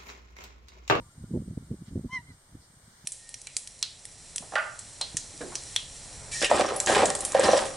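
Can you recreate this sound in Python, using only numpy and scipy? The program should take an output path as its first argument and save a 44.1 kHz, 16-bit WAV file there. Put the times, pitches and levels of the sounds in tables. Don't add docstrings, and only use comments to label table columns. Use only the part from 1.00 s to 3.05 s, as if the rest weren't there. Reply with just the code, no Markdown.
import sys
import numpy as np
from scipy import signal
from scipy.fft import rfft, irfft, next_fast_len
from scipy.io import wavfile
from scipy.ndimage import uniform_filter1d, map_coordinates

SR = 44100
rng = np.random.default_rng(int(sys.argv[2]) if len(sys.argv) > 2 else 0)


def store_wav(level_fs):
    pcm = np.round(np.clip(np.atleast_2d(level_fs), -1, 1) * 32767)
    wavfile.write(sys.argv[1], SR, pcm.T.astype(np.int16))


def ratio_of_db(decibels):
    return 10 ** (np.asarray(decibels, float) / 20)


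N = 90404

# (frequency [Hz], level [dB])
AIR_COLOUR = [(40, -3), (150, -16), (400, -12), (1400, -11.5), (3000, -18), (6000, -16.5), (9000, -16),
              (15500, -31)]
# (frequency [Hz], correlation [-1..1])
AIR_LIKENESS = [(100, 0.95), (400, 0.87), (900, 0.33), (2000, -0.044), (4000, -0.047), (15000, -0.39)]
# (frequency [Hz], level [dB])
RUSTLE_COLOUR = [(800, -21), (1600, -0.5), (2600, -11), (4500, -6), (7000, -7.5), (11000, -19.5)]
# (frequency [Hz], width [Hz], level [dB])
CHORUS_BANDS = [
    (8100, 260, -72),
    (8450, 400, -69.5),
    (8446, 14, -78),
    (8490, 40, -79),
    (8750, 160, -72),
    (9240, 70, -80),
]
# (time [s], length [s], pitch [Hz], level [dB])
BIRD_NOTES = [
    (0.024, 0.028, 944, -57),
    (0.066, 0.077, 1179, -63.5),
    (0.077, 0.037, 1050, -63),
    (0.109, 0.014, 1362, -57.5),
    (0.253, 0.025, 1407, -62),
    (0.64, 0.078, 1374, -68),
    (0.02, 0.029, 536, -58.5),
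]
# (time [s], length [s], level [dB], frequency [Hz], width [Hz])
PANT_BREATHS = [
    (.88, .05, -59.5, 3000, 5500),
    (1.31, .045, -65, 1500, 1700),
    (1.332, .035, -66, 4900, 1700),
    (1.635, .065, -63, 4900, 1800),
]
# (time [s], peak level
# [dB], eddy pitch [Hz])
WIND_PUFFS = [(0.005, -41.5, 168), (0.184, -37.0, 127), (0.212, -37, 132), (0.224, -37, 102),
              (0.242, -29.0, 168), (0.287, -39, 135), (0.315, -25.5, 183), (0.324, -30, 183),
              (0.339, -22, 196), (0.345, -20, 239), (0.354, -18.5, 280), (0.362, -19.0, 257),
              (0.374, -20, 200), (0.383, -31.5, 274), (0.392, -29.5, 133), (0.405, -27.5, 157),
              (0.421, -29, 222), (0.431, -39, 179), (0.445, -43, 191), (0.464, -36, 169),
              (0.481, -26.5, 188), (0.486, -33.5, 113), (0.502, -32.5, 143), (0.511, -28.5, 178),
              (0.523, -34.0, 146), (0.534, -33.5, 161), (0.577, -21.5, 218.6), (0.596, -42, 186),
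              (0.608, -37, 132), (0.625, -40.5, 232), (0.632, -41, 151), (0.708, -30.5, 227),
              (0.715, -24, 181), (0.725, -28, 198), (0.732, -35, 240), (0.737, -31.5, 199),
              (0.743, -31, 261), (0.752, -39, 167), (0.822, -32, 161.5), (0.885, -36, 157),
              (0.913, -34.5, 187), (0.929, -30.0, 124), (0.934, -35, 107), (0.947, -47, 139),
              (0.958, -22.5, 259), (0.966, -24.5, 255), (0.978, -23.5, 172), (0.995, -26.5, 240.6),
              (1.011, -33.5, 150), (1.04, -34, 212), (1.048, -23.5, 271), (1.06, -27, 197),
              (1.132, -35.5, 156), (1.191, -41.5, 145), (1.294, -38.5, 139), (1.553, -35, 209),
              (0.023, -48, 98), (0.066, -47, 102), (0.09, -50, 111), (0.159, -49.5, 118), (0.199, -43, 119),
              (0.265, -52, 168), (0.297, -42.5, 172), (0.309, -35, 310), (0.456, -48, 173),
              (0.553, -47, 123), (0.584, -67, 107), (0.651, -49, 102), (0.665, -57, 115), (0.682, -44, 160),
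              (0.79, -53, 108), (0.803, -56, 206), (0.81, -43, 179), (0.838, -48, 135), (0.872, -47.5, 140),
              (1.098, -43, 151), (1.146, -46, 168), (1.162, -44.5, 206), (1.17, -45, 182),
              (1.206, -45, 109), (1.238, -50.5, 127), (1.256, -44.5, 124), (1.306, -41.5, 187),
              (1.318, -46, 117), (1.342, -53.5, 115), (1.493, -49.5, 132), (1.529, -48, 98),
              (1.571, -48.5, 122), (1.602, -48.5, 122), (1.704, -49.5, 136), (1.74, -53, 182),
              (1.773, -48, 108), (1.842, -49.5, 111), (1.881, -44.5, 168), (1.936, -56, 147),
              (2.046, -42.5, 171)]
# (time [s], level [dB])
BREEZE_LEVEL = [(0.0, -34.5), (0.1, -59), (0.38, -33), (0.44, -36), (0.56, -45), (0.67, -42.5),
                (0.71, -36.5), (0.87, -53), (0.97, -31), (1.02, -45), (1.06, -24.5), (1.09, -52),
                (1.32, -46.5), (1.441, -66), (1.55, -42.5), (1.62, -57), (2.03, -55), (2.05, -49)]
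# (frequency [Hz], level [dB])
SWIRL_COLOUR = [(20, -30), (40, -22.5), (90, 3.5), (200, -7), (350, -14.5), (600, -95)]
# (frequency [Hz], level [dB])
FLUTTER_COLOUR = [(250, -44), (400, -5), (500, -1), (760, -10), (1000, -11), (1800, -68)]
# (frequency [Hz], gain [dB])
WIND_SCREEN = [(15, -17), (40, 4.5), (80, 0.5), (300, 1.5), (500, -2), (900, -15), (1500, -33)]
# (frequency [Hz], left over right [dB])
WIND_BALANCE = [(60, 0), (110, 0), (200, -1), (400, -3.3), (650, -6)]
# (time [s], pitch [Hz], chest level [dB], mouth level [dB], strain level [dB])
CHIRP_COURSE = [
    (1.082, 961, -85, -85, -90),
    (1.096, 992, -51, -80, -83),
    (1.114, 1019, -52.5, -52, -68),
    (1.133, 1049, -45, -35.5, -55),
    (1.154, 1045, -44, -31.5, -54.5),
    (1.178, 991, -47.5, -32, -65),
    (1.188, 939.6, -51.5, -49, -65.5),
    (1.209, 970, -56.5, -63, -84),
    (1.225, 896, -77, -77, -79),
]
# (multiple of pitch, level over strain [dB], share that follows the mouth)
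CALL_OVERTONES = [(3, 4, -0.3), (4, -4.5, 0.3), (5, -20, 0), (6, -7, -0.2), (7, -21, 0)]
# (frequency [Hz], level [dB])
RASP_COLOUR = [(900, -20), (1400, 2), (2600, -2.5), (4600, -9), (5600, 8), (6800, -24), (10000, -7),
               (14000, -51)]
# (frequency [Hz], left over right [dB])
CALL_BALANCE = [(1000, 1), (2000, -1), (4000, 9), (6000, -14)]
# (delay [s], left level [dB], right level [dB], right later by [s])
ECHO_PATHS = [
    (.031, -27, -22, 0.00021),
    (.085, -35, -32, 0.0003),
    (.138, -25, -21.5, 0.00015),
]
# (frequency [Hz], gain [dB])
ECHO_TONE = [(700, -14), (1100, -4), (2100, 0), (3100, 2), (3800, 6), (4150, 17), (5000, 2), (7000, -6)]
# (frequency [Hz], gain [dB])
SCATTER_TONE = [(700, -20), (1100, -8), (2000, 0), (3100, -5), (4200, 2), (7000, -12)]
# (frequency [Hz], width [Hz])
RECORDER_NOTCHES = [
    (2597, 300),
    (7690, 190),
]


def unit(x):
    return x / np.sqrt(np.mean(x ** 2) + 1e-20)


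def along(points, hz):
    f, value = np.transpose(points)
    return np.interp(np.log(hz + 1), np.log(f + 1), value)


def clock():
    return np.arange(N) / SR


def bump(s, length):
    return np.exp(-2 * ((clock() - s) / (length / 2)) ** 2 / 2)


def wobble(rate):
    knots = rng.standard_normal(int(N * rate / SR) + 4)
    return map_coordinates(knots, [np.arange(N) * rate / SR])


def filtered(x, response):
    m = next_fast_len(N + SR // 5)
    return irfft(rfft(x, m) * response(np.fft.rfftfreq(m, 1 / SR)), m)[..., :N]


def hiss(colour, channels=1):
    white = rng.standard_normal((channels, N))
    return unit(filtered(white, lambda hz: ratio_of_db(along(colour, hz))))


def band(hz, wide_hz):
    white = rng.standard_normal((2, N))
    return unit(filtered(white, lambda f: np.exp(-2 * ((f - hz) / wide_hz) ** 2)))


def placed(x, balance, lag_s):
    side = np.array([[.5], [-.5]])
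    return filtered(x, lambda hz: ratio_of_db(side * along(balance, hz)) * np.exp(2j * np.pi * hz * side * lag_s))


def air():
    def mid_side(hz):
        turn = np.arccos(np.clip(along(AIR_LIKENESS, hz), -1, 1)) / 2
        return np.array([np.cos(turn), np.sin(turn)])

    mid, side = filtered(hiss(AIR_COLOUR, channels=2), mid_side)
    level = ratio_of_db(-61 + 0.063 * wobble(7.5))
    rustle = ratio_of_db(-61) * bump(2.055, 0.54) * hiss(RUSTLE_COLOUR, channels=2)
    return level * np.array([mid + side, mid - side]) + rustle


def insect_chorus():
    chorus = sum(ratio_of_db(db + 1.2 * wobble(5) + 1.5 * wobble(30)) * band(hz, wide)
                 for hz, wide, db in CHORUS_BANDS)
    shared = .35
    chorus = (chorus + shared * chorus[::-1]) / (1 + shared)
    return chorus * ratio_of_db([[1.6], [.4]])


def cricket():
    rate_hz, first_s, duty = 13.6, .055, .7
    beat = (.5 + .5 * np.cos(2 * np.pi * rate_hz * (clock() - first_s))) ** duty
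    level = ratio_of_db(-68.5 - 4 * clock() + 2.4 * wobble(5.57))
    song = band(7214, 90)
    return level * beat * (song + 0.2 * song[::-1])


def bird():
    notes = 0
    for s, length, hz, db in BIRD_NOTES:
        turn = 2 * np.pi * np.cumsum(hz + 15 * wobble(39.4)) / SR
        notes = notes + ratio_of_db(db) * bump(s, length) * np.sin(turn)
    return notes * ratio_of_db([[0], [-8]])


def panting():
    return sum(ratio_of_db(db) * bump(s, length) * band(hz, wide) for s, length, db, hz, wide in PANT_BREATHS)


def eddies(puffs, breeze):
    per_s, pitch_hz, steep, length_cycles = 130, 121, 0.39, 0.52
    count = int(per_s * N / SR)
    luck = rng.standard_normal((count + len(puffs), 4))
    free_luck = luck[:count]
    free = np.clip((np.arange(count) + 0.29 * free_luck[:, 0]) / per_s * SR, 0, N - 1).astype(int)
    at = np.r_[free, (puffs[:, 0] * SR).astype(int)]
    hz = np.r_[pitch_hz * ratio_of_db(2.5 * free_luck[:, 1]), puffs[:, 2]]
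    size = np.r_[breeze[free] * ratio_of_db(3 * free_luck[:, 3]), ratio_of_db(puffs[:, 1] - 1)]
    lag = np.arange(-700, 700)
    cycles = hz[:, None] * lag / SR
    turn = 2 * np.pi * cycles + 3.9 + .5 * luck[:, 2:3]
    shape = np.sin(turn + steep * np.sin(turn)) * np.exp(-(cycles / length_cycles) ** 2)
    places = (at[:, None] + lag + SR).ravel()
    return np.bincount(places, (size[:, None] * shape).ravel(), N + 2 * SR)[SR:SR + N]


def wind():
    puffs = np.array(WIND_PUFFS)
    s, breeze_db = np.transpose(BREEZE_LEVEL)
    breeze = ratio_of_db(np.interp(clock(), s, breeze_db) - 8 + 0.5 * wobble(43.0))
    puff_power = sum((ratio_of_db(db) * bump(at, 2.04 / hz)) ** 2 for at, db, hz in puffs)
    push = np.sqrt(puff_power + breeze ** 2)
    swirl = ratio_of_db(-11.5) * uniform_filter1d(push, size=600) * hiss(SWIRL_COLOUR)[0]
    strong = ratio_of_db(-25.5)
    flutter = ratio_of_db(-22) * strong * (push / strong) ** 2.16 * hiss(FLUTTER_COLOUR)[0]
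    thump = filtered(eddies(puffs, breeze) + swirl + flutter, lambda hz: ratio_of_db(along(WIND_SCREEN, hz)))
    thump = thump / (1 + (thump / .3) ** 2) ** .5
    return placed(thump, WIND_BALANCE, .00006)


def vocal_tone(turn, chest_db, mouth_db, strain_db):
    rough = .3 * ratio_of_db(strain_db + 55) * wobble(260)
    tone = ratio_of_db(chest_db) * (1 + rough) * np.sin(turn)
    tone = tone + ratio_of_db(mouth_db) * np.sin(2 * turn + 1)
    mouth_lead = mouth_db - 17.5 - strain_db
    for k, db, share in CALL_OVERTONES:
        level = ratio_of_db(strain_db + db + share * mouth_lead + 2.0 * wobble(88.05))
        tone = tone + level * np.sin(k * turn + k)
    return np.sqrt(2) * tone


def land_scatter(voice):
    t = clock()[:SR // 2]
    t60_s, first_s = .3, .012
    land = rng.standard_normal((2, len(t))) * ratio_of_db(-60 * t / t60_s) * (t > first_s)
    land = ratio_of_db(-24) * land / np.linalg.norm(land[0])
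    tail = signal.fftconvolve(voice[None], land, axes=1)[:, :N]
    return filtered(tail, lambda hz: ratio_of_db(along(SCATTER_TONE, hz)))


def ground_echoes(voice):
    smear_s, smear_share = .008, .55
    t = clock()[:SR // 2]
    rough = rng.standard_normal(len(t)) * np.exp(-t / smear_s)
    smeared = signal.fftconvolve(voice, rough / np.linalg.norm(rough))[:N]
    blurred = (1 - smear_share ** 2) ** .5 * voice + smear_share * smeared

    def paths(hz):
        total = 0
        for delay, left_db, right_db, late in ECHO_PATHS:
            arrival = delay + np.array([[0], [late]])
            total = total + ratio_of_db(np.array([[left_db], [right_db]])) * np.exp(-2j * np.pi * hz * arrival)
        return total * ratio_of_db(along(ECHO_TONE, hz))

    return filtered(blurred, paths)


def cheetah():
    s, *columns = np.transpose(CHIRP_COURSE)
    curves = [uniform_filter1d(np.interp(clock(), s, c), size=150) for c in columns]
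    hz, chest_db, mouth_db, strain_db = curves
    on = uniform_filter1d(1. * (clock() > s[0]) * (clock() < s[-1]), size=300)
    turn = 2 * np.pi * np.cumsum(hz * (1 + 0.003 * wobble(120))) / SR
    voice = on * vocal_tone(turn, chest_db, mouth_db, strain_db)
    rasp = on * ratio_of_db(strain_db + 3.5) * (1 + .5 * np.sin(turn)) * hiss(RASP_COLOUR, channels=2)
    direct = placed(voice, CALL_BALANCE, .000022)
    return direct + rasp + land_scatter(voice) + ground_echoes(voice)


def scene():
    return air() + insect_chorus() + cricket() + bird() + panting() + wind() + cheetah()


def top_cut(x):
    return signal.sosfilt(signal.butter(12, 15730, fs=SR, output="sos"), x)


def record(dry):
    def notches(hz):
        response = 1
        for centre, width in RECORDER_NOTCHES:
            gap = centre * centre - hz * hz
            response = response * (gap / (gap + 1j * hz * width)) ** 2
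        return response

    return top_cut(filtered(dry, notches))


dry = scene()
out = record(dry)
store_wav(out)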